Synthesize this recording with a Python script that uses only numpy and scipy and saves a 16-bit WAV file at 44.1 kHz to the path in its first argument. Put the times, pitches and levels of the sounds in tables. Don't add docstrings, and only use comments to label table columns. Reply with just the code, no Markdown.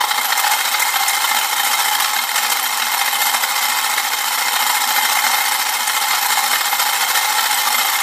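import sys
import numpy as np
from scipy import signal
from scipy.fft import rfft, irfft, next_fast_len
from scipy.io import wavfile
from scipy.ndimage import uniform_filter1d, minimum_filter1d

SR = 44100
rng = np.random.default_rng(int(sys.argv[2]) if len(sys.argv) > 2 else 0)


def master(y):
    cut = np.clip(np.atleast_2d(y).T, -1, 1)
    pcm = np.round(cut * 32767)
    wavfile.write(sys.argv[1], SR, pcm.astype(np.int16))


N = 353682
TIME = np.arange(N) / SR


def from_db(db):
    return 10 ** (np.asarray(db) / 20)


def rms_one(x):
    return x / np.sqrt(np.mean(x ** 2) + 1e-20)


def coloured(x, spectrum, modes):
    hz, db = np.transpose(spectrum)
    size = next_fast_len(N + 4096)
    bins = np.maximum(np.fft.rfftfreq(size, 1 / SR), 1)
    gain = from_db(np.interp(np.log(bins), np.log(hz), db))
    x = irfft(rfft(x, size) * gain, size)[:N]
    for centre, width, gain_db in modes:
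        b, a = signal.iirpeak(centre, centre / width, fs=SR)
        x = x + (from_db(gain_db) - 1) * signal.lfilter(b, a, x)
    return x


def dying_noise(t60):
    t = TIME[:int(t60 * SR) + 2]
    tail = rng.standard_normal(len(t)) * from_db(-60 * t / t60)
    return tail / np.linalg.norm(tail)


def room(x, t60, wet_db, count=8):
    turn = TIME * 20
    wet = np.zeros(N)
    for k in range(count):
        share = np.maximum(0, 1 - abs((turn + k) % count - count / 2))
        tail = np.r_[np.zeros(SR // 200), dying_noise(t60)]
        wet += signal.oaconvolve(x * np.sqrt(share), tail)[:N]
    return x + from_db(wet_db) * wet


# pitch_hz, width_hz, level_db (rms)
WHINE_TONES = [(1077, 2, -37.5), (233, 8, -60), (359, 2, -59.5)]


def drive_whine():
    whine = np.zeros(N)
    for hz, width, db in WHINE_TONES:
        b, a = signal.iirpeak(hz, hz / width, fs=SR)
        tone = signal.lfilter(b, a, rng.standard_normal(N + SR))[SR:]
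        whine += from_db(db) * rms_one(tone)
    return whine


# pitch_hz, level_db
BASE_COLOUR = [(25, -41), (60, -29), (100, -26), (145, -8.5), (212, -12), (232, -1), (320, -1.5),
               (400, -1.5), (510, 10), (600, 7.5), (690, 9.5), (850, -39)]
# pitch_hz, width_hz, gain_db
BASE_RESONANCES = [(220, 17, 3.2), (248.5, 26, 7.2), (358, 9.1, 2.7)]


def base_thrum(blow_power, level_db, steady):
    push = np.sqrt(steady + blow_power / blow_power.mean())
    boom = coloured(push * rng.standard_normal(N), BASE_COLOUR, BASE_RESONANCES)
    return from_db(level_db) * rms_one(boom)


def collisions():
    chance = rng.random(N)
    hardness = np.clip(rng.standard_normal(N), -2, 2)
    side = rng.choice([-1, 1], N)
    return chance, hardness, side


def impacts(blows, per_s, spread_db):
    chance, hardness, side = blows
    return rms_one(side * from_db(spread_db * hardness) * (chance < per_s / SR))


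# start_s, level_db (each varies a little at random)
METAL_HITS = [(0.246, -23), (0.55, -39), (0.937, -23), (1.077, -26.5), (1.809, -32), (2.144, -26),
              (2.628, -22), (3.221, -20), (3.631, -23), (4.35, -24), (4.603, -29), (4.945, -23),
              (5.086, -24), (5.363, -24), (5.934, -26), (6.212, -21), (6.71, -26), (6.818, -23),
              (7.096, -25), (7.765, -19.5)]
# pitch_hz, level_db, t60_s
METAL_MODES = [(11776, 0, .42), (12052, -5, .11), (12217, -6, .14), (12490, -10, .22)]


def metal_pings(glass_power, hit_db, graze_db):
    s, db = np.transpose(METAL_HITS)
    out = np.zeros(N)
    for hz, level_db, t60 in METAL_MODES:
        grazes = impacts(collisions(), 45, spread_db=6.0) * np.sqrt(glass_power)
        clicks = from_db(graze_db) * grazes
        clicks[(s * SR).astype(int)] += from_db(db + hit_db + rng.normal(0, 1.1, len(s)))
        r, w = from_db(-60 / (t60 * SR)), 2 * np.pi * hz / SR
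        b, a = [0, np.sin(w)], [1, -2 * r * np.cos(w), r * r]
        out += from_db(level_db) * signal.lfilter(b, a, clicks + 1e-18)
    return out


SHAKE_HZ = 14.17
PACKED_DB, PACKED_UNTIL_S = 3, .55
# stroke_share (0 to 1), floor_db, frame_db, glass_db (glass on glass)
STROKE_POWER = [(0.01, -31, -29.5, -34.5), (0.119, -24.5, -21.5, -25.5), (.21, -28, -25.5, -25.5),
                (.34, -24, -20, -22), (.43, -27, -22, -24.5), (0.522, -33.5, -25, -25),
                (.64, -23.5, -18, -24.5), (.75, -26.5, -24, -23.5), (.87, -30, -26, -26.5)]
# start_s, level_db
LIVELINESS = [(0.0, -3.5), (0.2, -1.63), (1.3, 1.0), (1.4, -1.6), (1.8, 1.9), (2.3, -3), (2.4, 0.5),
              (2.7, -1.5), (3.3, 1.2), (3.4, -2.3), (3.6, 0.9), (4.1, -1.3), (4.7, 1.0), (5.5, 1.5),
              (5.6, -1.03), (6.5, 1.24), (6.6, -1.6), (7.0, 1.4), (7.1, 0.45), (8.0, 1.1)]
# start_s, delay_s
STROKE_TIMING = [(0, -0.0076), (.75, -0.00066), (1.4, -0.0027), (2.4, 0.0093), (2.9, 0.000038),
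                 (3.85, 0.0079), (4.3, -0.0033), (5.1, -0.0064), (5.5, -.0005), (6.1, -0.0047),
                 (6.7, -0.00035), (7.3, 0.0075)]


def volleys():
    phase, *levels_db = np.transpose(STROKE_POWER)
    delay = np.interp(TIME, *np.transpose(STROKE_TIMING))
    stroke = (TIME - delay) * SHAKE_HZ % 1
    power = np.array([np.interp(stroke, phase, from_db(db) ** 2, period=1) for db in levels_db])
    power[0] *= from_db(PACKED_DB * (TIME < PACKED_UNTIL_S)) ** 2
    return power * from_db(np.interp(TIME, *np.transpose(LIVELINESS))) ** 2


def landings(bunches, bunch_s):
    power = np.zeros((3, N))
    for s, *levels_db in bunches:
        near = slice(*np.searchsorted(TIME, [s - 5 * bunch_s, s + 5 * bunch_s]))
        swell = np.exp(-.5 * ((TIME[near] - s) / bunch_s) ** 2)
        power[:, near] += np.outer(from_db(levels_db) ** 2, swell)
    return power


BUNCHES_PER_S, BUNCH_SHARE = 60, .3
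BUNCH_SIZE_DB, BUNCH_AIM_DB = 2.5, 2.5
# start_s, floor_db, frame_db, glass_db (glass on glass)
LOUD_CLATTERS = [(0.011, -13.5, -15, -29.5), (0.042, -14.5, -17.0, -37), (0.114, -31, -11, -26),
                 (0.188, -16, -18.5, -34), (0.326, -25, -10.5, -25), (0.378, -23, -16, -14),
                 (0.397, -26, -15.5, -16), (0.443, -12, -11, -23), (0.474, -36, -17, -21),
                 (0.516, -18.5, -11, -11), (0.536, -16.5, -24.5, -28), (0.746, -18, -8, -25.0),
                 (0.822, -23.5, -12.5, -15), (0.962, -18.5, -13.5, -32.0), (1.084, -22, -17, -12.5),
                 (1.247, -18.5, -16.5, -27), (1.368, -21, -14.5, -23), (1.387, -18, -19.5, -19),
                 (1.412, -33, -16, -27), (1.672, -20.5, -17.5, -17), (1.883, -21.0, -17, -20.0),
                 (2.002, -22.5, -13.5, -15.0), (2.046, -26, -13.0, -23), (2.163, -20.5, -15.0, -26),
                 (2.19, -23, -15.0, -24.0), (2.359, -27, -14.5, -16), (2.381, -28, -14.5, -16),
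                 (2.449, -21, -14, -31), (2.52, -25, -15, -14), (2.66, -36, -18, -33),
                 (2.822, -27, -12, -24.0), (2.943, -18, -18.5, -20), (3.015, -19.5, -13.5, -34),
                 (3.218, -20, -15.0, -17), (3.346, -10.5, -12.5, -14), (3.436, -34, -12, -16),
                 (3.979, -36, -15.5, -22), (4.564, -19, -14.0, -27), (4.7, -15.5, -12.5, -17),
                 (4.984, -13.5, -13.5, -29), (5.053, -18.5, -12.5, -16), (5.123, -30, -12, -15),
                 (5.267, -16.5, -12, -21), (5.344, -19, -17.5, -23.0), (5.969, -25, -15, -21.0),
                 (6.135, -22, -13.5, -27), (6.303, -16.5, -17, -22), (6.325, -28, -11.5, -16),
                 (6.375, -14.5, -17.5, -22), (6.534, -16.5, -13.5, -27), (6.557, -37, -12.5, -24),
                 (6.609, -20, -18.5, -26.0), (6.728, -14.5, -17, -27.0), (6.796, -30, -13.5, -17.5),
                 (6.82, -20.5, -16.5, -22), (7.029, -17.5, -15.5, -34), (7.104, -17.5, -18.5, -22),
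                 (7.153, -25.0, -10, -16), (7.174, -15, -12.5, -14), (7.385, -12, -7.5, -16),
                 (7.672, -14.5, -26, -22), (7.787, -22.5, -15, -30), (7.811, -33.0, -14, -25)]


def impact_power(bunch_s, clatter_db, count=1000):
    s = (np.arange(count) + rng.random(count)) / BUNCHES_PER_S
    chance = np.clip(rng.standard_normal((count, 4)), -2, 2)
    levels_db = BUNCH_SIZE_DB * chance[:, :1] + BUNCH_AIM_DB * chance[:, 1:]
    small = landings(np.c_[s, levels_db], bunch_s)
    broken_up = volleys() * (1 - BUNCH_SHARE + BUNCH_SHARE * small / small.mean())
    return broken_up + from_db(clatter_db) ** 2 * landings(LOUD_CLATTERS, bunch_s)


def accented(power, contrast):
    shaped = power ** contrast
    return shaped * power.mean() / shaped.mean()


def chatter(clicks, t60, ring_db, patchy_db, size=384):
    spots = np.pad(clicks, (0, -N % size)).reshape(-1, size)
    length = 6 * size
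    knots = rng.standard_normal((len(spots), 64))
    place = np.sqrt(np.linspace(0, 1, length // 2 + 1)) * (knots.shape[1] - 1)
    curves = np.array([np.interp(place, np.arange(len(k)), k) for k in knots])
    tint = from_db(patchy_db * curves)
    noise = rng.standard_normal((len(spots), length))
    rings = irfft(rfft(noise) * tint) * from_db(-60 * TIME[:length] / t60)
    rings *= from_db(ring_db) / np.linalg.norm(rings, axis=1, keepdims=True)
    rings[:, 0] += 1
    out = np.zeros(spots.size + length)
    for k, burst in enumerate(signal.fftconvolve(spots, rings, axes=1)):
        out[k * size:k * size + len(burst)] += burst
    return out[:N]


def evened(sound, power, hold_s, evenness, size=441):
    r = np.exp(-1 / (hold_s * SR))
    stored = signal.lfilter([1 - r], [1, -r], power)
    window = signal.windows.hann(2 * size) / size
    fed = signal.oaconvolve(stored, window, "same")
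    sounding = signal.oaconvolve(sound ** 2, window, "same")
    return sound * (fed / (abs(sounding) + 1e-9)) ** (evenness / 2)


# pitch_hz, level_db
IMPACT_COLOUR = [(400, -20), (650, -13.5), (800, -2), (1400, -7), (2000, -10.5), (2700, -15), (4000, -12.5),
                 (6000, -17), (8000, -15.5), (11000, -20), (13100, -20), (14200, -16), (15200, -24.5)]
# pitch_hz, width_hz, gain_db
TRAY_RESONANCES = [(507, 62, 4.8), (792, 60, 6.2), (857, 51, 9.5), (973, 42, 5.2), (1337, 100, 5.8),
                   (1460, 40, 3.3), (1792, 133, 5.6), (2087, 42, 9.7), (2147, 75, 7.2), (2308, 100, -5.9),
                   (2529, 114, 5.4), (3056, 68, 8.3), (3197, 93, 8.3), (3427, 82, -4.2), (3662, 202, 3.9),
                   (3922, 122, 5.1), (4289, 116, 4.5), (5408, 133, 7.0), (6017, 99, 2.9), (7120, 128, 3.5),
                   (7303, 45, 4.6), (7600, 240, 2.9), (8429, 202, 2.6), (9468, 168, 5.1), (10624, 57, 3.8),
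                   (11900, 200, 5), (12055, 50, 10), (12217, 35, 11)]


def rattle(blows, power, band_hz, per_s, spread_db, ring_t60, ring_db, patchy_db, hold_s, evenness):
    vigour = np.sqrt(power / power.mean())
    clicks = impacts(blows, per_s * vigour, spread_db) * np.sqrt(vigour)
    ringing = chatter(clicks, ring_t60, ring_db, patchy_db)
    band = signal.butter(4, band_hz, "band", fs=SR, output="sos")
    sound = coloured(signal.sosfilt(band, ringing), IMPACT_COLOUR, TRAY_RESONANCES)
    return evened(np.sqrt(power.mean()) * rms_one(sound), power, hold_s, evenness)


def scene():
    floor, frame, glass = impact_power(bunch_s=.0024, clatter_db=-0.5)
    thrum = base_thrum(floor + frame, level_db=-40.5, steady=.05)
    pings = metal_pings(glass, hit_db=0.0, graze_db=-42.5)
    blows = collisions()
    knocks = from_db(1.5) * rattle(
        blows, floor, band_hz=(670, 1200), per_s=1500, spread_db=2.0,
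        ring_t60=0.015, ring_db=-2.0, patchy_db=3.5, hold_s=0.0011, evenness=0.54)
    clacks = from_db(-4.0) * rattle(
        blows, accented(frame, contrast=1.1), band_hz=(1200, 1980), per_s=1000, spread_db=3.0,
        ring_t60=0.024, ring_db=-0.5, patchy_db=3.5, hold_s=0.0017, evenness=0.9)
    clinks = from_db(-1.0) * rattle(
        blows, accented(frame, contrast=.88), band_hz=(1980, 6000), per_s=1400, spread_db=2.0,
        ring_t60=0.043, ring_db=1.0, patchy_db=-0.5, hold_s=0.0044, evenness=0.65)
    ticks = from_db(0.6) * rattle(
        blows, glass, band_hz=(6000, 17000), per_s=1400, spread_db=2.0,
        ring_t60=0.041, ring_db=4.5, patchy_db=3.5, hold_s=0.0026, evenness=0.46)
    in_room = room(knocks + clacks + clinks + ticks + thrum, t60=0.67, wet_db=-8.5)
    return (in_room + pings + drive_whine())[None]


def limiter(x, ceiling_db, size=220):
    gain = np.minimum(1, from_db(ceiling_db) / (abs(x) + 1e-9))
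    return x * uniform_filter1d(minimum_filter1d(gain, size), size)


CUTOFF_HZ = 15300


def record(dry):
    limited = limiter(dry, ceiling_db=-3.8)
    low_pass = signal.ellip(12, .1, 80, CUTOFF_HZ, fs=SR, output="sos")
    return signal.sosfilt(low_pass, limited)


dry = scene()
out = record(dry)
master(out)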